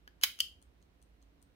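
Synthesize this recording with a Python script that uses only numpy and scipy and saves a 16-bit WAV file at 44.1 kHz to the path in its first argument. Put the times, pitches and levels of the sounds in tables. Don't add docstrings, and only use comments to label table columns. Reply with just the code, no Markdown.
import sys
import numpy as np
from scipy import signal
from scipy.io import wavfile

SR = 44100
rng = np.random.default_rng(int(sys.argv[2]) if len(sys.argv) > 2 else 0)


def convert_level_to_amplitude(level_db):
    exponent = np.asarray(level_db, float) / 20
    return 10 ** exponent


def wav_record(signal):
    frames = np.transpose(np.atleast_2d(signal))
    bounded = np.clip(frames, -1, 1)
    quanta = np.round(bounded * 32767).astype(np.int16)
    wavfile.write(sys.argv[1], SR, quanta)


N = 68355


def rms_one(x):
    return x / np.sqrt(np.mean(x ** 2) + 1e-20)


def at_hz(points, hz, column=1):
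    points = np.array(points)
    return np.interp(np.log(hz), np.log(points[:, 0]), points[:, column])


def bands():
    edges_hz = 23.5 * 2 ** np.arange(0, 10, .5)
    return [(np.sqrt(lo * hi), signal.butter(2, [lo, hi], "band", fs=SR, output="sos"))
            for lo, hi in zip(edges_hz, edges_hz[1:])]


# [f/Hz, level/dB]
HUSH_SPECTRUM = [(20, -14), (65, -5), (123, -15), (285, -15.5), (1000, -26), (3070, -31.5), (8000, -45.5),
                 (16000, -45)]
# [f/Hz, correlation]
HUSH_LIKENESS = [(60, 0.77), (240, 0.64), (950, -0.24), (3770, -0.14), (15000, 0.01)]
# [f/Hz, level/dB]
HUSH_PAN = [(60, -2), (240, -3.5), (950, -1.5), (3770, -3), (15000, -2)]


def hush():
    level_db = -68.5
    out, white = 0, rng.standard_normal((2, 2, N + SR))
    for k, (hz, sos) in enumerate(bands()):
        mid, side = signal.sosfilt(sos, white[k % 2])[:, SR:]
        alike = np.clip(at_hz(HUSH_LIKENESS, hz), -1, 1)
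        pan_db = at_hz(HUSH_PAN, hz) / 2 * np.array([[1], [-1]])
        pair = np.sqrt(1 + alike) * mid + np.sqrt(1 - alike) * side * [[1], [-1]]
        out = out + convert_level_to_amplitude(at_hz(HUSH_SPECTRUM, hz) + pan_db) * pair
    return convert_level_to_amplitude(level_db) * rms_one(out)


# [f/Hz, width/Hz, level/dB]
DRONES = [(54.77, 4, -68.5), (66, 14, -73.5), (174, 13, -82), (278.5, 9.1, -82)]


def drones():
    out = 0
    for hz, width_hz, db in DRONES:
        r, hum = np.exp(-np.pi * width_hz / SR), rng.standard_normal(N + SR)
        poles = [1, -2 * r * np.cos(2 * np.pi * hz / SR), r * r]
        for _ in range(2):
            hum = signal.lfilter([1, 0, -1], poles, hum)
        out = out + convert_level_to_amplitude(db) * rms_one(hum[SR:])
    return out * convert_level_to_amplitude(np.array([[-2.2], [2.2]]))


def strike(contacts, modes, crack, scrape=0):
    longest_ring_s, ring_right_lag_s, crack_right_lag_s = .025, .0003, .0006
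    scrape_ring_db = -16.5
    t, out, knocks = np.arange(N) / SR, np.zeros((2, N)), np.zeros(N)
    for s, db, _ in contacts:
        knocks[int(s * SR)] = convert_level_to_amplitude(db)
    knocks += convert_level_to_amplitude(scrape_ring_db) * scrape * rng.standard_normal(N)

    for k, (hz, left_db, right_db, t60_s) in enumerate(modes):
        r, w = convert_level_to_amplitude(-60 / (min(t60_s, longest_ring_s) * SR)), 2 * np.pi * hz / SR
        poles = [1, -2 * r * np.cos(w), r * r]
        sign = (-1) ** k
        ring = signal.lfilter([0, np.sin(w)], poles, knocks * sign + 1e-18)
        out[0] += convert_level_to_amplitude(left_db) * ring
        out[1] += convert_level_to_amplitude(right_db) * np.interp(t - ring_right_lag_s, t, ring)

    force = np.zeros(N) + scrape
    for s, db, decay_s in contacts:
        fall = np.clip((t - s) / max(decay_s, 1e-4), 0, 60)
        force += convert_level_to_amplitude(db) * np.exp(-fall) * (t >= s)
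    force_pair = np.array([force, np.interp(t - crack_right_lag_s, t, force)])
    chatter = force_pair * rng.standard_normal((2, N)) + 1e-18
    for hz, sos in bands()[7:]:
        crack_db = np.array([[at_hz(crack, hz)], [at_hz(crack, hz, column=2)]])
        out += convert_level_to_amplitude(crack_db) * signal.sosfilt(sos, chatter)
    return out


# [t/s, level/dB, decay/s]
TOUCH = [
    (.0764, -45.5, .0008),
    (.085, -63.5, .001),
]
# [f/Hz, left level/dB, right level/dB, t60/s]
TOUCH_RING = [(1620, 2.5, 3, 0.023), (3100, -4.5, -5, .015), (4740, -2.5, -2, .005),
              (6500, -6.5, -6.5, .003), (11700, -9.5, -8, 0.0034)]
# [f/Hz, left level/dB, right level/dB]
SMALL_CRACK = [(1000, -22, -19.5), (3000, 0.5, -10), (8000, -5, -6.5), (12300, -6, -5), (16000, -2, -0.5)]


def thumb_touch():
    return strike(TOUCH, TOUCH_RING, SMALL_CRACK)


# [f/Hz, level/dB]
ROOM = [(500, -15), (1500, -11), (3000, -7.5), (6000, -9.5), (10000, -11.5), (15000, -9.5)]
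# [f/Hz, t60/s]
ROOM_T60 = [(500, .2), (1500, .24), (3000, .29), (4700, .26), (10000, .27), (15000, .22)]


def room(x):
    gap_s = .0027
    t = np.arange(SR // 2) / SR
    white, echo = rng.standard_normal((2, 2, len(t))), 0
    for k, (hz, sos) in enumerate(bands()[6:]):
        decay_db = at_hz(ROOM, hz) - 60 * t / at_hz(ROOM_T60, hz)
        echo = echo + signal.sosfilt(sos, white[k % 2]) * convert_level_to_amplitude(decay_db)
    echo = echo * np.clip(t / gap_s, 0, 1) / np.sqrt(SR / 50)
    return signal.fftconvolve(x, echo, axes=1)[:, :N]


# [start t/s, end t/s, start level/dB, end level/dB]
CREEP = [
    (0.212, .235, -60.5, -37.5),
    (0.383, .4033, -59.5, -37),
]


def stem_creep(stroke):
    start_s, end_s, start_db, end_db = CREEP[stroke]
    t = np.arange(N) / SR
    level_db = np.interp(t, [start_s, end_s], [start_db, end_db])
    return convert_level_to_amplitude(level_db) * (t > start_s) * (t < end_s)


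# [t/s, level/dB, decay/s]
SLACK = [
    (.2132, -41, .001),
    (.3898, -35, .0008),
]
# [f/Hz, left level/dB, right level/dB, t60/s]
SLACK_RING = [(1400, -7.5, -10, .01), (3000, -3, -6, .012), (5000, -6.5, -4.5, .006), (6300, -5, -8, .008),
              (10500, -5, -8, .003)]


def take_up_slack():
    return strike(SLACK, SLACK_RING, SMALL_CRACK)


# [t/s, level/dB, decay/s]
PRESS = [
    (.2349, -17, 0.0024),
    (.2362, -12, .0008),
    (.2368, -20, 0.0014),
    (.2398, -19.5, 0.0029),
    (.2415, -22.5, .002),
    (.2455, -25, 0.0026),
]
# [f/Hz, left level/dB, right level/dB, t60/s]
PRESS_RING = [(324.75, -24, -29.5, 0.0056), (920, -15, -19.5, 0.013), (1400, -12, -8, 0.0075),
              (2130, -8.5, -5, .012), (2600, -7.5, -7.5, .01), (3000, -6.5, -5.5, .013),
              (3294, -9, -8.5, .013), (3916, -15, -0.5, 0.0065), (4473, -4, -12, 0.0089),
              (5060, -13, -7.5, 0.019), (6556, -6, -3, .004), (9050, -8.5, -15.5, 0.0047),
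              (11300, -12, 2, .003), (14800, -7.5, -16.5, 0.0028)]
# [f/Hz, left level/dB, right level/dB]
PRESS_CRACK = [(300, -23.5, -31.5), (1012.5, -2.5, -9), (3014, -1, -3), (7500, -12.5, -9.5), (12000, 0, -5),
               (16070, -1.5, -7)]


def crown_press():
    return strike(PRESS, PRESS_RING, PRESS_CRACK, stem_creep(0))


# [t/s, level/dB, decay/s]
RELEASE = [
    (.4033, -12.5, 0.0013),
    (.4041, -30.5, .0005),
    (.4095, -27, 0.0013),
]
# [f/Hz, left level/dB, right level/dB, t60/s]
RELEASE_RING = [(700, -50, -39, 0.003), (1210, -21.5, -31.5, 0.0066), (1996, -26, -18, .008),
                (2793, -12, -6, .012), (3105, 1.5, 0.5, 0.02), (3208, -6.5, -4, 0.012),
                (4570, -18, -14, 0.0035), (6900, -14, -13.5, .004), (9790, -24.5, -11, 0.001),
                (13200, -5.5, -27.5, 0.0025)]
# [f/Hz, left level/dB, right level/dB]
RELEASE_CRACK = [(600, -38.5, -48.5), (2000, -16.5, -29), (5000, -13.5, 3), (7700, -1.5, -8),
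                 (12300, -0.5, -17), (16000, -16.5, -8.5)]


def crown_release():
    return strike(RELEASE, RELEASE_RING, RELEASE_CRACK, stem_creep(1))


# [t/s, level/dB, decay/s]
STOP = [
    (.4064, -21.5, 0.0014),
]
# [f/Hz, left level/dB, right level/dB, t60/s]
STOP_RING = [(3090, -4.5, -6.5, .012), (4800, -1, 0.5, 0.012), (6060, -6.5, 2.5, .004),
             (10220, -3, 4.5, 0.001), (14580, -9.5, -0.5, .003)]


def lever_stop():
    return strike(STOP, STOP_RING, RELEASE_CRACK)


# [t from drop/s, level/dB]
BEAT = [
    (-.009, -9),
    (-.004, -16),
    (0, 0),
    (.0085, -12),
]
BEATS_DB = [
    -58,
    -67.5,
    -61,
    -66,
    -60.5,
]
# [f/Hz, left level/dB, right level/dB, t60/s]
TICK_RING = [(3355, -12, -10, 0.022), (4181, -10, -9, 0.016), (6230, -8, 1, 0.0059),
             (6820, -17, -10, 0.0072), (8600, 9, 4, .009), (10130, -26, -21, 0.002806)]
TOCK_RING = [(3180, -2, -5, 0.0099), (4210, -1, 0.5, 0.017), (6360, -0.5, 8.5, 0.0073),
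             (8500, 3.5, -15, 0.0088)]
# [f/Hz, left level/dB, right level/dB]
TICK_CRACK = [(1510, -12, -23), (3000, 2, 4), (7840, 15.5, 8), (11900, 7, 5), (16000, 10, 5)]


def escapement():
    first_tick_s, beat_s = .6256, .2002
    spread_db, chatter_s = 1.5, .0007
    ticks, tocks = [], []
    for k, beat_db in enumerate(BEATS_DB):
        side = tocks if k % 2 else ticks
        for s, db in BEAT:
            level_db = db + beat_db + spread_db * rng.standard_normal()
            side.append((first_tick_s + k * beat_s + s, level_db, chatter_s))
    return strike(ticks, TICK_RING, TICK_CRACK) + strike(tocks, TOCK_RING, TICK_CRACK)


def scene():
    watch = thumb_touch() + take_up_slack() + crown_press()
    watch = watch + crown_release() + lever_stop() + escapement()
    low_cut = signal.butter(2, 83, "high", fs=SR, output="sos")
    watch = signal.sosfilt(low_cut, watch)
    return hush() + drones() + watch + room(watch)


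def roll_off(x):
    return signal.sosfilt(signal.butter(12, 16810, fs=SR, output="sos"), x)


def record(dry):
    top_cut = signal.cheby2(12, 70, 16900, fs=SR, output="sos")
    mix = signal.sosfilt(top_cut, dry)
    return roll_off(mix)


dry = scene()
out = record(dry)
wav_record(out)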